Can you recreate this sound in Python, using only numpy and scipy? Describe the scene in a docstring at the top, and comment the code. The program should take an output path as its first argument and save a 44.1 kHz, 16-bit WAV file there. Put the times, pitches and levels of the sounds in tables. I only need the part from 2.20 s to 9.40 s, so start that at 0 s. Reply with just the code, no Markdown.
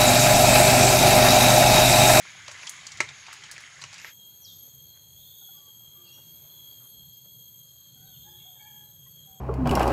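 """Night rain patters on a tarpaulin over the microphone; big drips slap and ring the sheet close by,
and a cricket chirps. Near 1.9 s the scene cuts to the same camp by day: cicadas drone in the trees,
their clicks ringing through their bodies, and crickets stroke their wings. Birds whistle farther off,
something clucks nearby and distant fowl crow. A low rumble lies under both scenes."""
import sys
import numpy as np
from scipy import signal
from scipy.fft import rfft, irfft
from scipy.io import wavfile
from scipy.ndimage import uniform_filter1d

SR = 44100
rng = np.random.default_rng(int(sys.argv[2]) if len(sys.argv) > 2 else 0)


def dump(signal):
    """Clip the signal to [-1, 1] and save it as 16-bit WAV at the path in sys.argv[1]."""
    limited = np.clip(np.atleast_2d(signal).T, -1, 1)
    pcm = np.round(limited * 32767).astype(np.int16)
    wavfile.write(sys.argv[1], SR, pcm)


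N = 317520
T = np.arange(N) / SR
CUT_S, FADE_S = 1.858, 0.1374  # middle and length of the day's fade-in


def undb(db):
    return 10 ** (np.asarray(db) / 20)


def unit(x):
    return x / np.sqrt(np.mean(x ** 2))


def shape(x, gain):
    """Filters x by gain(Hz)."""
    return irfft(rfft(x) * gain(np.maximum(np.fft.rfftfreq(len(x), 1 / SR), 1)), len(x))


def colour(x, points):
    """Filters x by a (Hz, dB) spectrum."""
    hz, db = np.transpose(points)
    return shape(x, lambda f: undb(np.interp(np.log(f), np.log(hz), db)))


def band(x, hz, width):
    """Keeps a bell-shaped band of x."""
    return shape(x, lambda f: np.exp(-((f - hz) / width) ** 2 * 2))


def walk(rate):
    """Random values, rate a second, joined by straight lines."""
    count = int(N / SR * rate) + 2
    return np.interp(T * rate, np.arange(count), rng.standard_normal(count))


def curve(table):
    """Sample span and interpolated columns of a table that leads with time."""
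    s, *columns = np.transpose(table)
    span = slice(int(s[0] * SR), min(int(s[-1] * SR), N))
    return span, [np.interp(T[span], s, c) for c in columns]


def echo(x, t60, wet_db):
    """Adds a diffuse tail."""
    t = T[:int(t60 * SR)]
    tail = rng.standard_normal(len(t)) * 1000. ** (-t / t60)
    return x + undb(wet_db) * signal.fftconvolve(x, tail / np.sqrt(np.sum(tail ** 2)))[:N]


def flicker(points, slow_db, quick_db):
    """Noise in quarter-octave bands that swell slowly together and flicker quickly apart."""
    swell, out = walk(1.375), 0
    white = rfft(rng.standard_normal(N))
    octave = np.log2(np.maximum(np.fft.rfftfreq(N, 1 / SR), 1) / 30)
    for centre in np.arange(0, 9.5, .25):
        share = np.clip(1 - 4 * np.abs(octave - centre), 0, 1)
        out = out + irfft(white * share, N) * undb(slow_db * swell + quick_db * walk(9))
    return unit(colour(out, points))


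# Tone of the rain from under the sheet: (frequency [Hz], gain [dB])
RAIN_SPECTRUM = [(150, -56), (250, -14.5), (400, -17), (560, -20.5), (771, -13.5), (1100, -7.5), (1450, -6),
                 (2200, -1), (3250, -7), (3930, -8), (5850, -14), (6720, -6), (9020, -30), (10500, -19.5),
                 (12500, -44), (15700, -37)]
# Swell of the shower: (time [s], level [dB])
RAIN_LEVELS = [(0, -46.5), (.25, -46.5), (.42, -44), (.62, -46), (1., -47), (1.3, -45.5), (1.68, -48),
               (1.9, -45)]


def rain(drops_per_cycle=.12, spread_db=4.2, out_s=1.92, fade_s=.06):
    """Overhead, uneven drops each ring their own patch of wet sheet; far rain hisses behind them."""
    near = 0
    for hz in 500 * 2 ** np.arange(0, 5, .5):
        hits = rng.random(N) < drops_per_cycle * hz / SR
        sizes = undb(spread_db * np.minimum(rng.exponential(size=N), 4))
        near = near + np.sqrt(hz) * unit(band(hits * sizes, hz, 0.4 * hz))
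    near = unit(colour(echo(near, t60=0.046, wet_db=0.59), RAIN_SPECTRUM))
    far = flicker(RAIN_SPECTRUM, slow_db=0.25, quick_db=3.16)
    fade = np.clip((out_s - T) / fade_s + .5, 0, 1) ** 2
    return undb(np.interp(T, *np.transpose(RAIN_LEVELS))) * fade * (0.54 * near + 0.67 * far)


# Low end at the microphone: (frequency [Hz], gain [dB])
RUMBLE_SPECTRUM = [(25, -30), (71, -3), (139, 5), (204, -7.5), (281, -17.5), (339, -19), (377, -19.5),
                   (600, -23), (900, -70)]
# Its slow drift: (time [s], level [dB])
RUMBLE_LEVELS = [(0.0, -63.5), (0.94, -60.5), (1.6, -59), (2.2, -64.5), (3.5, -62.5), (4.5, -60.5),
                 (5.25, -65.5), (7.2, -58)]


def rumble(puff_db=2.8):
    """A low rumble that comes in puffs, night and day."""
    db = np.interp(T, *np.transpose(RUMBLE_LEVELS)) + puff_db * walk(8)
    return undb(db) * flicker(RUMBLE_SPECTRUM, slow_db=0.17, quick_db=3.9)


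# Drops on sagging patches of sheet, close by: (time [s], level [dB], pitch [Hz])
SHEET_PLOPS = [(0.051, -41, 1080), (0.15, -47, 773), (0.193, -46, 961), (0.28, -30, 3300),
               (0.285, -38, 590), (0.2994, -38, 2070), (0.3785, -38, 1740), (0.432, -28, 2500),
               (0.475, -24, 3280), (0.4945, -20, 6600), (0.5394, -39, 1730), (0.8042, -8, 2350),
               (0.889, -31, 3700), (1.066, -32, 2250), (0.829, -45, 420), (1.082, -38, 800),
               (1.237, -35, 3100), (1.256, -37, 2900), (1.2965, -36, 1670), (1.3644, -31, 2460),
               (1.38, -31, 1750), (1.476, -37, 1940), (1.591, -45, 1090), (1.6207, -31, 4080),
               (1.637, -39, 1250), (1.639, -29, 2830), (1.789, -31, 2650), (1.846, -25, 2080)]


def plops(rise_cycles=1.5, spread=0.045, count=3):
    """Each hollow plop rings a few modes round the pitch of its patch; higher patches die sooner."""
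    out, t = np.zeros(N), T[:4096]
    for s, db, hz in SHEET_PLOPS:
        modes = hz * (1 + spread * rng.standard_normal((count, 1)))
        ring = np.sum(np.sin(2 * np.pi * modes * t), axis=0) / count
        t60 = 28 / np.sqrt(hz * 550)
        envelope = 1000. ** (-t / t60) * np.minimum(t * hz / rise_cycles, 1)
        out[int(s * SR):int(s * SR) + len(t)] += undb(db) * ring * envelope
    return out


# Big drips beside the microphone: (time [s], body [dB], snap [dB], spray [dB], wash re crack [dB])
CLOSE_DRIPS = [(0.052, -42.5, -50, -62, -10), (0.279, -36.5, -36.5, -59, -8), (0.313, -41, -36.5, -50, -7),
               (0.432, -35, -43, -48, -21), (0.468, -40, -31.5, -59, -7), (0.494, -52, -31, -26.5, -15.5),
               (0.667, -44, -26, -44, -13.5), (0.717, -48, -34.5, -54, -9), (0.772, -50, -35, -52, -16),
               (0.8033, -17, -16.5, -34, -10), (0.888, -38, -38, -64, -9.5), (1.065, -45, -39, -64, -13.5),
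               (1.083, -39.5, -54, -66.5, -3.5), (1.127, -44, -44, -47, -3), (1.138, -45, -42, -51.5, -11),
               (1.236, -47, -39, -57.5, -7.5), (1.312, -46, -35, -38.5, -7),
               (1.379, -36.5, -33.5, -49, -23), (1.404, -51.5, -42, -49, -7), (1.614, -41, -38, -55, -4.5),
               (1.638, -33.5, -30, -54, -13), (1.728, -41, -38, -55, -9), (1.741, -42, -32.5, -47, -17),
               (1.78, -44, -37.5, -54.5, -8.5), (1.815, -46, -36, -57, -23.5),
               (1.845, -32, -40, -56.5, -14.5)]
# Modes of the whole tarpaulin: (frequency [Hz], gain [dB], t60 [s])
SHEET_MODES = [(372, -6, .04), (607, -3, 0.04), (940, -6, 0.035), (1600, -5, 0.04)]


def drips(crack_t60=0.0067, wash_rise_s=0.0022, drying=0.77, mist_db=-11.5, ring_db=-8, heavy_db=-17):
    """Each drip: a crack, a ragged wash of splash that dies sooner in the treble, and the sheet's ring."""
    out, t = np.zeros(N + 8192), T[:8192]
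    bands_hz = [(800, 3000), (3800, 7500), (7500, 11000), (11000, 15500)]  # body, snap, spray, mist
    filters = [signal.butter(4, edges, "bandpass", fs=SR, output="sos") for edges in bands_hz]
    mode_hz, mode_db, mode_t60 = np.transpose(SHEET_MODES)[:, :, None]
    ragged = undb(3.5 * walk(400))
    for s, body_db, snap_db, spray_db, wash_db in CLOSE_DRIPS:
        start = int((s + .001) * SR)  # each drip's crack starts 1 ms after its listed time
        span, splash = slice(start, start + len(t)), 0
        wash_t60 = 0.016 - .0031 * snap_db  # the softer the snap, the longer the wash
        for k, db in enumerate((body_db, snap_db, spray_db, spray_db + mist_db)):
            noise = unit(signal.sosfilt(filters[k], rng.standard_normal(len(t))))
            crack = noise / np.sqrt(np.mean(noise[:64] ** 2))
            crack *= np.minimum(t / .0007, 1) * 1000. ** (-t / crack_t60)
            wash = noise * ragged[span] * np.minimum(t / wash_rise_s, 1)
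            wash *= 1000. ** (-t / max(wash_t60 * drying ** k, .01))
            splash = splash + undb(db) * (crack + undb(wash_db) * wash)
        blow_db = body_db + .4 * (body_db - heavy_db)  # only a heavy drip shakes the whole sheet
        # each drop lands elsewhere, so the modes share the blow anew
        share = rng.uniform(0.7, 1, mode_hz.shape) * rng.choice([-1, 1], mode_hz.shape)
        modes = undb(mode_db + blow_db) * np.sin(2 * np.pi * mode_hz * t) * 1000. ** (-t / mode_t60)
        out[span] += splash + undb(ring_db) * np.sum(share * modes, axis=0)
    return out[:N]


def call(table, rough, octave_db=None):
    """A sine and its octave along (time [s], pitch [Hz], level [dB], optional octave level [dB])."""
    span, (hz, db, *rest) = curve(table)
    waver = 1 + rough * (0.039 * walk(200) + .008 * walk(25))[span]
    phase = 2 * np.pi * np.cumsum(hz * waver) / SR
    upper_db = rest[0] if rest else db + octave_db
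    out = np.zeros(N)
    out[span] = (undb(db) * np.sin(phase) + undb(upper_db) * np.sin(2 * phase)) * np.sqrt(2)
    out[span] *= signal.windows.tukey(len(hz), .3) * undb(6.4 * rough * np.tanh(walk(70)[span]))
    return out


# Chirps of one cricket near the shelter: (time [s])
NIGHT_CHIRP_TIMES = [.155, .235, .315, .99, 1.15, 1.24, 1.44, 1.525, 1.67]


def night_cricket(hz=6580, length_s=.035, db=-58):
    """Short, high chirps through the rain."""
    return sum(call([(s, hz, db), (s + length_s, hz, db)], rough=.2, octave_db=-60)
               for s in NIGHT_CHIRP_TIMES)


def partials(span, hz, multiples, gains, fade_db):
    """A click train as partials; each fades on its own as paths through the leaves interfere."""
    phase, out = 2 * np.pi * np.cumsum(hz) / SR, np.zeros(N)
    for k, gain in zip(multiples, gains):
        fading = undb(fade_db * (1.3 * np.tanh(walk(10)) + .5 * walk(35))[span])
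        out[span] += gain * fading * np.sin(k * phase + 2 * np.pi * rng.random())
    return out


# Resonances of a cicada's body: (centre [click rates], width [click rates])
BODY_RESONANCES = [(10, .15), (20, .4), (23.5, 1.), (29, 2.), (40, .5), (42, 2.)]


def cicada(span, carrier_hz, body_db, waver=0.0003, fade_db=3.5, cycles_per_click=10):
    """Clicks ring through the resonances of the body."""
    multiples = np.arange(9, 46)
    gains = sum(undb(db) / (1 + (2 * (multiples - centre) / width) ** 2)
                for (centre, width), db in zip(BODY_RESONANCES, body_db))
    click_hz = carrier_hz / cycles_per_click * (1 + waver * walk(60)[span])
    return partials(span, click_hz, multiples, gains, fade_db)


# Steady cicadas: (top [Hz], bottom [Hz], breath [s], time of one top [s], falling share [0-1])
DRONE_SINGERS = [(3259, 3220, 1.125, 2.88, .62), (3333, 3289, .885, 2.38, .58),
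                 (3245, 3202, 1.5, 2.07, .65)]
# Their bodies, one row a singer: (level of each of the six resonances [dB])
DRONE_BODIES = [
    [-59, -69.5, -73, -84, -58, -74],
    [-60.5, -69.5, -83, -84, -60.5, -82],
    [-62.5, -66, -78, -75, -60, -73],
]
# Their shared swell and ebb: (time [s], gain [dB])
DRONE_SWELL = [(1.8, 1), (2.5, 2.5), (2.83, -4), (3.2, 1.5), (5.4, 1.5), (5.74, -4), (6.05, 2), (7.2, -1.5)]


def droning_cicadas():
    """Cicadas in the near trees; each one's carrier sags and recovers once a breath."""
    span, out = slice(int((CUT_S - FADE_S) * SR), N), 0
    for (top_hz, bottom_hz, breath_s, top_s, falling), body_db in zip(DRONE_SINGERS, DRONE_BODIES):
        breath = (T[span] - top_s) / breath_s % 1
        hz = np.interp(breath, [0, falling, 1], [top_hz, bottom_hz, top_hz])
        out = out + cicada(span, uniform_filter1d(hz, int(.08 * SR)), body_db)
    return undb(np.interp(T, *np.transpose(DRONE_SWELL))) * out


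# Insects deep in the forest: (centre [Hz], width [Hz], level [dB])
CHORUS_BANDS = [(3279, 165, -66.5), (3540, 283, -78.5), (4280, 410, -76), (6584, 504, -63.5),
                (7690, 568, -71.5), (9820, 670, -74.5), (12900, 483, -64.5)]


def chorus(hz, width, db, count=10, tonal=0.9, fade_db=9.):
    """Many far singers: thin wavering tones that come and go over their common hiss."""
    tones = 0
    for singer_hz in hz + width * rng.uniform(-.5, .5, count):
        fading = undb(fade_db * np.tanh(walk(5.5)))
        pitch = singer_hz * (1 + .006 * walk(4) + 0.002 * walk(80))
        tones = tones + fading * np.sin(2 * np.pi * np.cumsum(pitch) / SR)
    hiss = undb(2.0 * walk(4.02) + 1.25 * walk(13)) * unit(band(rng.standard_normal(N), hz, width))
    return undb(db) * (tonal * unit(tones) + hiss)


# Tone of the foliage round the camp: (frequency [Hz], gain [dB])
LEAF_SPECTRUM = [(200, -11), (300, -5.5), (600, -7.5), (1200, -12.5), (2000, -16), (2900, -15.5),
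                 (5200, -20.5), (8700, -16), (11300, -21.5), (14500, -7.5), (15700, -15.5)]
# Its rise and fall: (time [s], level [dB])
LEAF_LEVELS = [(1.8, -65.5), (4.1, -65.5), (4.9, -68.5), (6, -66), (7.2, -68)]


def leaf_hiss():
    """The soft, flickering hiss of leaves."""
    level = undb(np.interp(T, *np.transpose(LEAF_LEVELS)))
    return level * flicker(LEAF_SPECTRUM, slow_db=1.5, quick_db=2.3)


def day_crickets(stroke_hz=55, ring_hz=4250, width_hz=470, db=-70, stop_s=5.66, dying_db_per_s=28):
    """Nearby, even wing strokes ring in one band; they swell and ebb, and die away near the end."""
    span, multiples = slice(int(CUT_S * SR), N), np.arange(66, 84)
    gains = np.exp(-2 * ((multiples * stroke_hz - ring_hz) / width_hz) ** 2)
    rate_hz = stroke_hz * (1 + 0.00302 * walk(5)[span])
    song = unit(partials(span, rate_hz, multiples, gains, fade_db=7.8))
    return song * undb(db + 2.5 * walk(5.4) - dying_db_per_s * np.maximum(T - stop_s, 0))


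# Birds among the trees: (time [s], length [s], start [Hz], end [Hz], level [dB], roughness [0-1])
BIRD_CHIRPS = [(1.995, 0.036, 4250, 3680, -66, .2), (2.66, .1, 4400, 4070, -65.5, 0.26),
               (2.97, .3, 3750, 3620, -67, .3), (3.33, 0.19, 1169, 1157, -72, 0.46),
               (3.75, 0.082, 1190, 1170, -70, 0.27), (3.757, 0.2, 352.3, 345, -72, 0.66),
               (3.845, 0.045, 2950, 2650, -67, 0.26), (4.679, 0.087, 4520, 4170, -66, 0.45),
               (4.76, .12, 4200, 4210, -69, 0.1), (5.833, 0.094, 4380, 4360, -69, 0.07),
               (5.85, 0.061, 3840, 3810, -67, 0.37), (5.927, 0.043, 3140, 2777, -64.5, 0.02),
               (5.943, 0.082, 4220, 4200, -67, 0.05), (6.017, 0.041, 4300, 3770, -66, 0.3),
               (6.032, 0.164, 346.7, 350, -73, 0.8), (6.148, 0.069, 3820, 3910, -69, .3),
               (6.192, 0.033, 2230, 2210, -71, 0.7), (6.194, 0.026, 2790, 2706, -72, 0.65),
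               (6.25, 0.19, 3600, 3580, -69, 0.13), (6.412, 0.0396, 4490, 4561, -69, 0.2),
               (6.633, 0.093, 4200, 3850, -71, 0.2), (6.898, 0.071, 4453, 4370, -70, 0.05),
               (6.989, 0.076, 4300, 3730, -70.5, 0), (7.061, .17, 768, 768, -62.5, 0.24)]


def chirps():
    """Brief chirps and hoots, each a straight glide."""
    return sum(call([(s, start_hz, db), (s + length, end_hz, db)], rough, octave_db=-26)
               for s, length, start_hz, end_hz, db, rough in BIRD_CHIRPS)


# Stirs on the ground: (middle time [s], length [s], level [dB], knock pitch [Hz])
GROUND_RUSTLES = [(2.225, .05, -72, 830), (2.47, 0.059, -67, 600), (2.77, 0.072, -72.5, 1800),
                  (3.49, .04, -71, 450), (3.995, 0.08, -65, 450), (4.252, .05, -71, 600),
                  (4.525, .04, -71, 600), (4.633, 0.11, -69, 1200), (5.06, 0.045, -67, 500)]


def rustles(leaf_gain=.6, knock_width=.6):
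    """Short crackly stirs of leaf litter, each with a dull knock of its own pitch."""
    out, grain = np.zeros(N), undb(3.5 * walk(90))
    leaves = unit(band(rng.standard_normal(N), hz=640, width=2200))
    for s, length, db, hz in GROUND_RUSTLES:
        span = slice(int((s - length) * SR), int((s + length) * SR))
        knock = unit(band(rng.standard_normal(N)[span], hz, knock_width * hz))
        envelope = np.exp(-2 * ((T[span] - s) / (length / 2)) ** 2)
        out[span] += undb(db) * envelope * grain[span] * (knock + leaf_gain * leaves[span])
    return out


# Path of one whistle from the trees: (time [s], pitch [Hz], level [dB])
WHISTLE_PATH = [(2.214, 5700, -52), (2.238, 6050, -56), (2.247, 5750, -49), (2.263, 4350, -52),
                (2.269, 4000, -68), (2.279, 3900, -51), (2.292, 3650, -60), (2.35, 3430, -52)]


def falling_whistle():
    """A bird's slightly hoarse whistle rises, slides down and breaks in steps."""
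    return call(WHISTLE_PATH, rough=0.3, octave_db=-60)


# Raspy buzzes round the camp:
# (time [s], length [s], start [Hz], end [Hz], level [dB], attack [s], release [s], width [Hz])
BUZZ_SWEEPS = [(3.83, .14, 4550, 4130, -57.5, 0.028, .05, 550),
               (2.7, .66, 9250, 10350, -67.5, .06, .06, 800),
               (4.55, .17, 8600, 10450, -56, 0.12, 0.023, 800)]


def buzz(s, length, start_hz, end_hz, db, attack_s, release_s, width_hz, throb_hz=16., edge_db=-19):
    """A throbbing band of noise that swells as its centre slides."""
    span, (hz,) = curve([(s, start_hz), (s + length, end_hz)])
    db = db + edge_db * np.interp(T[span] - s, [0, attack_s, length - release_s, length], [1, 0, 0, 1])
    rasp = unit(band(rng.standard_normal(len(hz)), 0, width_hz))
    throb = 1 + 0.48 * np.sin(2 * np.pi * throb_hz * T[span])
    out = np.zeros(N)
    out[span] = undb(db) * throb * rasp * np.sin(2 * np.pi * np.cumsum(hz) / SR)
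    return out


# One near cicada that surges now and then: (time [s], length [s], top carrier [Hz], level [dB])
CICADA_SURGES = [(2.9, 0.56, 3463, -53.5), (4.2, 0.49, 3404, -59), (5.8, .7, 3555, -61)]
# Its body: (gain of each of the six resonances [dB])
SURGE_BODY = [-0.5, -9, -24, -19.5, -0.5, -12]


def surging_cicada(s, length, top_hz, db, rasp=0.62, attack_share=0.2304, release_share=0.21, edge_db=-15):
    """It climbs to its top pitch as it swells, then sags; its clicks are uneven, so it rasps."""
    top_s, end_s = s + attack_share * length, s + length
    span, (hz,) = curve([(s, 0.97 * top_hz), (top_s, top_hz), (end_s, 0.95 * top_hz)])
    db = db + edge_db * np.interp(T[span], [s, top_s, end_s - release_share * length, end_s], [1, 0, 0, 1])
    out = cicada(span, hz, SURGE_BODY, waver=.005, fade_db=2.0)
    out *= 1 + rasp * walk(350)
    out[span] *= undb(db)
    return out


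# Clucks and knocks near the microphone: (time [s], level [dB], pitch [Hz])
NEAR_CLUCKS = [(3.215, -56, 795), (3.285, -52, 790), (3.375, -57, 808), (3.479, -61, 860),
               (3.599, -64, 757), (3.979, -58, 854), (6.86, -56, 1080)]


def clucks(t60=0.072, rise_s=.008, upper_ratio=1.8, upper_db=-3):
    """Short hollow notes, each ringing at two pitches."""
    out, t = np.zeros(N), T[:4096]
    envelope = 1000. ** (-t / t60) * np.minimum(t / rise_s, 1)
    for s, db, hz in NEAR_CLUCKS:
        tone = np.sin(2 * np.pi * hz * t) + undb(upper_db) * np.sin(2 * np.pi * upper_ratio * hz * t)
        out[int(s * SR):int(s * SR) + len(t)] += undb(db) * tone * envelope
    return out


# A faint bird off in the trees: (time [s])
PEEP_TIMES = [3.36, 4.925, 5.46, 6.082]


def peeps(hz=4980, length_s=.05, db=-75):
    """High, rough peeps on one pitch."""
    return sum(call([(s, hz, db), (s + length_s, hz, db)], rough=.5, octave_db=-26) for s in PEEP_TIMES)


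def arch(s, length, hz, db, octave_db, peak_share, edge_pitch, in_db, out_db, rough):
    """A note whose level and pitch rise to a peak and fall away."""
    return call([(s, edge_pitch * hz, db + in_db, octave_db + in_db),
                 (s + peak_share * length, hz, db, octave_db),
                 (s + length, edge_pitch * hz, db + out_db, octave_db + out_db)], rough)


# Piping from the trees: (time [s], length [s], top pitch [Hz], level [dB], octave level [dB])
PIPED_NOTES = [(3.871, 0.047, 2760, -57.5, -73), (3.918, .055, 2886, -57, -59),
               (6.389, 0.048, 2266, -57, -76), (6.45, 0.054, 2370, -63.5, -88)]


def piping_bird():
    """Pairs of piped notes that swell and die away."""
    return sum(arch(*note, peak_share=0.42, edge_pitch=0.98, in_db=-10, out_db=-14, rough=0.27)
               for note in PIPED_NOTES)


# Fowl far from the camp: (time [s], length [s], top pitch [Hz], level [dB], octave level [dB])
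CROW_SYLLABLES = [(5.741, 0.23, 771, -70.5, -72.5), (6.03, 0.173, 850, -63, -69),
                  (6.242, 0.093, 740, -63.5, -82), (6.329, 0.36, 857.5, -63, -66.5)]


def crowing_fowl():
    """A hoarse crow in four arched syllables."""
    return sum(arch(*syllable, peak_share=0.397, edge_pitch=.96, in_db=-7, out_db=-14, rough=0.88)
               for syllable in CROW_SYLLABLES)


def forest():
    """The camp by day: near singers carry a short echo, the farther birds a longer, stronger one."""
    near = droning_cicadas() + sum(surging_cicada(*row) for row in CICADA_SURGES) + day_crickets()
    far = sum(chorus(*row) for row in CHORUS_BANDS)
    birds = falling_whistle() + piping_bird() + chirps() + peeps() + crowing_fowl()
    air = leaf_hiss() + sum(buzz(*row) for row in BUZZ_SWEEPS) + rustles()
    return echo(near + clucks(), t60=0.223, wet_db=-12.5) + echo(birds, t60=0.62, wet_db=-2.6) + far + air


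def scene():
    """One microphone in camp: the rainy night gives way to day over an unbroken rumble."""
    low, cricket = rumble(), night_cricket()
    night = rain() + echo(drips() + plops() + cricket, t60=0.17, wet_db=-9.0)
    day_fade = np.clip((T - CUT_S) / FADE_S + .5, 0, 1)
    return (night + day_fade * forest() + low)[None]


def record(dry):
    """The recorder cuts the top above 15.65 kHz."""
    return signal.sosfilt(signal.ellip(10, .2, 60, 15650, fs=SR, output="sos"), dry)


dry = scene()
out = record(dry)
dump(out)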